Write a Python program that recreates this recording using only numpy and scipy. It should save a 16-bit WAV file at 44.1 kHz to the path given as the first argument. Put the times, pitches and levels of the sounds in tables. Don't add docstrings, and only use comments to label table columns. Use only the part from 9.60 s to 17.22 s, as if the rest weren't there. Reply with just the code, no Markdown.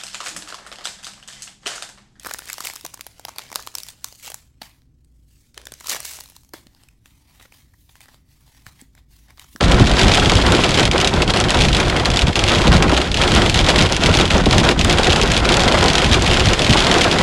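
import sys
import numpy as np
from scipy import signal
from scipy.fft import rfft, irfft
from scipy.io import wavfile

SR = 44100
rng = np.random.default_rng(int(sys.argv[2]) if len(sys.argv) > 2 else 0)


def undo_db(level):
    steps = np.asarray(level, float) / 20
    return 10 ** steps


def log_audio(samples):
    frames = np.atleast_2d(samples).T
    limited = np.clip(frames, -1, 1)
    pcm = np.round(limited * 32767).astype(np.int16)
    wavfile.write(sys.argv[1], SR, pcm)


N = 336042
RING_SAMPLES = 8192

# time of the crack's peak in seconds, crack level in dB, bright tick level in dB.
BIG_STONES = [(0.1203, -4, -19), (0.21, -9, -19), (0.2717, -4, -23), (0.315, -7, -14), (0.394, -3, -19),
              (0.4151, -5, -8), (0.433, -3, -14), (0.482, -4, -24), (0.5466, -2, -10), (0.5538, -5, -8),
              (0.5976, -5, -15), (0.6973, -1, -20), (0.7194, -5, -7), (0.7545, -9, -8), (0.867, -6, -23),
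              (0.9218, -3, -7), (0.95, -2.5, -20), (1.0923, -11, -14), (1.1082, -13, -8), (1.148, -13, -23),
              (1.1968, -3, -20), (1.207, -11, -7), (1.23, -9, -15), (1.254, -3.5, -12), (1.314, -3.5, -13),
              (1.3806, -5, -9), (1.4022, -4.5, -16), (1.414, -3, -7), (1.4464, -1, -15), (1.4744, -2, -14),
              (1.621, -1, -16), (1.6778, -8, -32), (1.7044, -3.5, -31), (1.738, -6, -25), (1.772, -5, -30),
              (1.802, -6, -6), (1.8113, -6.5, -21), (1.8947, -7.5, -17), (1.906, -5, -2), (1.99, -5.5, -23),
              (2.0102, -2.5, -18), (2.0203, -6, -19), (2.0519, -5.5, -14), (2.085, -6, -24),
              (2.1304, -5, -22), (2.1481, -1.5, -18), (2.1684, -4, -13), (2.201, -2, -15),
              (2.4567, -2, -15), (2.503, -7.5, -27), (2.541, -9, -23), (2.5717, -3.5, -23),
              (2.5921, -3, -16), (2.6199, -3, -12), (2.67, -9, -24), (2.7564, -2.5, -22), (2.793, -5, -12),
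              (2.8396, -5.5, -5), (2.919, -6, -12), (2.95, -5, -17), (3.079, -7, -14),
              (3.1281, -6.5, -26.5), (3.168, -8, -16), (3.2248, -1.5, -12), (3.2955, -8.5, -20),
              (3.367, -4, -28), (3.376, -4, -18), (3.416, -8, -28), (3.5167, -9, -20), (3.5438, -5, -22),
              (3.616, -2, -22), (3.719, -5, -14), (3.751, -11, -3), (3.762, -1.5, -12), (3.8976, -2.5, -11),
              (3.944, -7, -6.5), (3.9755, -6, -21), (3.9912, -3.5, -17), (4.0868, -7, -15),
              (4.1024, -2.5, -18), (4.1867, -4, -15), (4.224, -3, -9), (4.3239, -9, -4), (4.366, -5.5, -9),
              (4.437, -3.5, -12), (4.461, -1.5, -20), (4.5506, -2.5, -16), (4.5716, -13, -6),
              (4.5883, -5, -17), (4.599, -3, -18), (4.611, -3, -20), (4.655, -7, -21), (4.7068, -6, -20),
              (4.7813, -17, -6), (4.859, -4, -18), (4.9107, -10, -6), (4.93, -12, -7), (4.982, -1, -4),
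              (5.0003, -5, -16), (5.04, -7, -24), (5.09, -0.5, -24), (5.1137, -4.5, -20), (5.1926, -6, -18),
              (5.2124, -4, -23), (5.2474, -6, -5), (5.2987, -11, -4), (5.3279, -7, -5), (5.3852, -3, -18),
              (5.433, -4, -20), (5.4447, -4.5, -20), (5.4705, -4, -20), (5.5036, -3.5, -18),
              (5.5225, -3, -18), (5.5303, -5, -16), (5.5612, -3, -17), (5.615, -6, -5), (5.6344, -11, -9),
              (5.7193, -6.5, -5), (5.767, -3.5, -25), (5.777, -6, -6), (5.8909, -1.5, -8), (5.9206, -8, -8),
              (5.942, -1.5, -21), (5.97, -5.5, -3), (6.036, -10.5, -6), (6.1226, -4, -18), (6.188, -6, -19),
              (6.2283, -9, -10), (6.2419, -8, -5), (6.283, -2, -8), (6.3336, -8, -8), (6.354, -1.5, -12),
              (6.3822, -2, -11), (6.464, -11, -28), (6.532, -1.5, -9), (6.5442, -3, -13),
              (6.6229, -10, -4.5), (6.677, -2.5, -23), (6.7129, -2, -25), (6.7344, -6, -20),
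              (6.797, -3, -13), (6.858, -6, -9), (6.887, -7, -13), (6.934, -5.5, -8), (6.9934, -4, -15),
              (7.02, -4.5, -11), (7.046, -4, -23), (7.0954, -1, -19), (7.1077, -3.5, -19),
              (7.1278, -2, -16), (7.247, -8, -19), (7.3163, -11, -10), (7.3418, -3.5, -10),
              (7.3838, -5, -21), (7.4161, -4.5, -9), (7.4434, -4, -13), (7.514, -3, -22),
              (7.527, -6.5, -18)]
# time in seconds, rms of the patter on the glass in dB,
# rms of the drumming on the roof in dB, rms of the cabin boom in dB.
FALL_LEVELS = [(0.0, -25, -17.5, -11), (0.5, -17.5, -17.5, -16.5), (0.84, -20, -17.5, -17.5),
               (0.98, -15.5, -14, -16.5), (1.12, -19, -16.5, -16.5), (1.4, -23, -18.5, -21),
               (2.21, -20.5, -17, -18), (2.61, -27, -23, -22.5), (2.97, -17.5, -19, -15.5),
               (3.2, -24.5, -18.5, -13), (3.45, -22, -21.5, -23.5), (3.7, -18.5, -17.5, -16),
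               (4.31, -19, -18.5, -17.5), (5.03, -19, -16.5, -15), (5.6, -21, -19, -18.5),
               (6.1, -19.5, -16, -16.5), (6.53, -18.5, -18.5, -19), (7.0, -20.5, -20, -17),
               (7.3, -17, -15.5, -20.5), (7.62, -20, -16.5, -19.5)]
# frequency in Hz, relative level in dB, 60 dB decay time in seconds.
GLASS_MODES = [(300, 1, 0.17), (710, 0, 0.13), (1460, -5, 0.053), (2940, 0, 0.073), (4640, -9.5, 0.089),
               (8580, -16, 0.066), (12600, -41, 0.085)]
ROOF_MODES = [(123, -7.5, 0.35), (250, -0.5, 0.15), (497, -6.5, 0.21), (960, -5.5, 0.088),
              (1610, -9, 0.094), (3170, -20, 0.038)]
BODY_MODES = [(19.05, -4.5, 0.32), (40.5, 0.5, 0.26), (89, -3, 0.22), (147.6, -5, 0.17), (249, -13, 0.13)]
# frequency in Hz, width in Hz, level in dB re the knocks' filter input.
ROOF_RESONANCES = [(361, 25, -1.5), (745, 90, -9.5), (159, 28, -5)]
# time of the peak in seconds, peak level in dB, pitch in Hz.
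HEAVY_BLOWS = [(0.147, -5, 49.8), (0.203, -3, 287), (0.212, 1, 84), (0.439, -8, 51.0), (0.664, -6.5, 84.0),
               (0.761, -3.5, 73.6), (0.992, -4, 375), (1.177, -9, 338), (1.297, -8.5, 73.4),
               (1.349, -8.5, 445), (1.36, -6, 800), (2.068, -8, 55.0), (2.634, -6.5, 61.0),
               (2.686, -5, 91.6), (3.077, -6, 320.0), (3.094, -5, 62), (3.154, -4, 58.4), (3.225, -7, 600),
               (3.282, -8, 74), (3.328, -1.5, 300.0), (4.092, -5.5, 410), (4.49, -6, 306), (4.5, -3, 75),
               (4.75, -2.5, 61.7), (4.759, -9, 328), (4.869, -2, 269), (4.88, -7, 76), (4.969, -8, 61),
               (5.017, -7.5, 280), (5.396, -3.5, 383), (5.637, -6, 360.0), (6.065, -6, 76.5),
               (6.142, -4, 460), (6.15, -6, 700), (6.158, -9, 102), (6.426, -6.5, 413), (6.51, -7, 65.7),
               (7.102, -2, 68.6), (7.157, -4.5, 400.0)]
# middle in seconds, length in seconds, depth in dB.
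FALL_LULLS = [(0.284, 0.1, -4), (1.311, 0.053, -9), (1.494, 0.024, -6.5), (1.658, 0.039, -8),
              (1.724, 0.027, -12), (1.865, 0.12, -4), (2.14, 0.068, -7.5), (2.74, 0.04, -5),
              (3.519, 0.11, -8.5), (3.916, 0.052, -6.5), (4.027, 0.085, -4.5), (4.296, 0.04, -6.5),
              (4.378, 0.082, -8.5), (4.684, 0.049, -8), (4.847, 0.072, -8.5), (4.889, 0.024, -6),
              (5.024, 0.015, -11), (5.163, 0.066, -9.5), (5.227, 0.028, -11.5), (5.816, 0.024, -5),
              (6.606, 0.041, -6.5), (6.963, 0.025, -4)]


def stones():
    peak_s, crack_db, tick_db = np.transpose(BIG_STONES)[:, :, None]
    crack, tick = strikes(count=len(peak_s))
    start_s = peak_s[:, 0] - 0.0014
    return place(start_s, undo_db(crack_db) * crack + undo_db(tick_db) * tick)


def middling():
    rate_per_s, crack_mean_db, tick_mean_db, scatter_db = 7, -12.5, -19, 2.5
    count = int(rate_per_s * N / SR)
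    start_s = rng.random(count) * N / SR
    weight, sharpness = rng.standard_normal((count, 2)).T[:, :, None]
    crack, tick = strikes(count=count)
    crack_db = crack_mean_db + scatter_db * weight
    tick_db = tick_mean_db + 2 * scatter_db * sharpness
    return place(start_s, undo_db(crack_db) * crack + undo_db(tick_db) * tick)


def strikes(count):
    size = 4096
    t, bins_hz = np.arange(size) / SR, np.fft.rfftfreq(size, 1 / SR)
    noise = rfft(rng.standard_normal((count, size)))
    pitch_hz = 3200 * 2 ** (0.12 * rng.standard_normal((count, 1)))
    crack_colour = bump(bins_hz, pitch_hz, 0.27) + bump(bins_hz, 2790, 0.79)
    crack = burst(irfft(noise * crack_colour), t, rise_s=0.0014)
    tick_sound = irfft(noise * bump(bins_hz, 5770, 0.42))
    tick = burst(tick_sound, np.maximum(t - 0.0008, 0), rise_s=0.00023)
    ring = plate(GLASS_MODES, count=count, travel_s=0.0027, rise_cycles=3.6, size=size)
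    return crack + level(ring, -24.5), tick


def patter():
    crack, tick = strikes(count=12)
    pellets = shower(crack + undo_db(-21) * tick, rate_per_s=260, spread_db=6.3)
    pane = plate(GLASS_MODES, count=10, travel_s=0.0026, rise_cycles=0.75, size=RING_SAMPLES // 2)
    drops = shower(pane, rate_per_s=900, spread_db=2.7)
    return level(pellets + undo_db(-4) * drops, 0)


def roof():
    panel = plate(ROOF_MODES, count=12, travel_s=0.0019, rise_cycles=1.5, size=RING_SAMPLES)
    knocks = shower(panel, rate_per_s=250, spread_db=4.17)
    drumming = knocks
    for hz, width_hz, db in ROOF_RESONANCES:
        b, a = signal.iirpeak(hz, hz / width_hz, SR)
        drumming = drumming + undo_db(db) * signal.lfilter(b, a, knocks)
    return level(drumming, 0)


def thuds():
    peak_s, db, pitch_hz = np.transpose(HEAVY_BLOWS)[:, :, None]
    t, bins_hz = np.arange(RING_SAMPLES) / SR, np.fft.rfftfreq(RING_SAMPLES, 1 / SR)
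    noise = rfft(rng.standard_normal((len(peak_s), RING_SAMPLES)))
    higher_modes = undo_db(-10) * bump(bins_hz, 2.57 * pitch_hz, 0.49)
    colour = bump(bins_hz, pitch_hz, 0.54) + higher_modes
    rise_s = 0.00294 + 0.57 / pitch_hz
    hits = burst(irfft(noise * colour), t, rise_s)
    return place((peak_s - rise_s)[:, 0], undo_db(db) * hits)


def cabin_boom():
    body = plate(BODY_MODES, count=12, travel_s=0.0011, rise_cycles=0.75, size=2 * RING_SAMPLES)
    return shower(body, rate_per_s=120, spread_db=2.85)


def plate(table, count, travel_s, rise_cycles, size):
    hz, db, t60_s = np.transpose(table)
    t, bins_hz = np.arange(size) / SR, np.fft.rfftfreq(size, 1 / SR)
    noise = rfft(rng.standard_normal((count, size)))
    octaves = np.arange(0, np.log2(hz[-1] / hz[0]) + 0.5, 0.5)
    out = 0
    for band_hz in hz[0] * 2 ** octaves:
        age_s = np.maximum(t - travel_s * np.sqrt(1000 / band_hz), 0)
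        band_t60_s = np.interp(np.log(band_hz), np.log(hz), t60_s)
        band_db = np.interp(np.log(band_hz), np.log(hz), db)
        fade = np.exp(-np.log(1000) * age_s / band_t60_s)
        rise = 1 - np.exp(-age_s * band_hz / rise_cycles)
        band = irfft(noise * bump(bins_hz, band_hz, 0.2), size)
        out = out + undo_db(band_db) * rise * fade * band
    return out


def shower(rings, rate_per_s, spread_db):
    out = 0
    for ring in rings:
        struck = rng.random(N) < rate_per_s / SR / len(rings)
        size = np.minimum(rng.exponential(size=N), 3.2)
        out = out + signal.fftconvolve(struck * undo_db(spread_db * size), ring)[:N]
    return level(out, 0)


def burst(sound, t, rise_s):
    shaped = sound * ((t / rise_s) * np.exp(-t / rise_s)) ** 1.4
    return shaped / np.abs(shaped).max(axis=1, keepdims=True)


def place(start_s, hits):
    out = np.zeros(N + hits.shape[1])
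    for at, hit in zip(np.maximum(start_s * SR, 0).astype(int), hits):
        out[at:at + len(hit)] += hit
    return out[:N]


def bump(hz, centre_hz, octaves):
    return np.exp(-0.5 * (np.log2(np.maximum(hz, 1) / centre_hz) / octaves) ** 2)


def level(x, db):
    return x * undo_db(db) / np.sqrt(np.mean(x ** 2))


def scene():
    t = np.arange(N) / SR
    time_s, *columns_db = np.transpose(FALL_LEVELS)
    on_glass, on_roof, in_cabin = (undo_db(np.interp(t, time_s, db)) for db in columns_db)
    lull_db = np.zeros(N)
    for middle_s, length_s, depth_db in FALL_LULLS:
        lull_db += depth_db * np.exp(-(2 * (t - middle_s) / length_s) ** 4)
    boom = in_cabin * cabin_boom()
    fall = undo_db(lull_db) * (on_glass * patter() + middling() + on_roof * roof())
    return (stones() + thuds() + fall + boom)[None]


def band_limit(x):
    return signal.sosfilt(signal.butter(12, 12320, fs=SR, output="sos"), x)


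def record(dry):
    rounded = 1.282 * np.tanh(dry / 1.28)
    top_hz = 11600
    lowpass = signal.ellip(8, 0.2, 60, top_hz, fs=SR, output="sos")
    mix = np.clip(signal.sosfilt(lowpass, rounded), -1, 1)
    return band_limit(mix)


dry = scene()
out = record(dry)
log_audio(out)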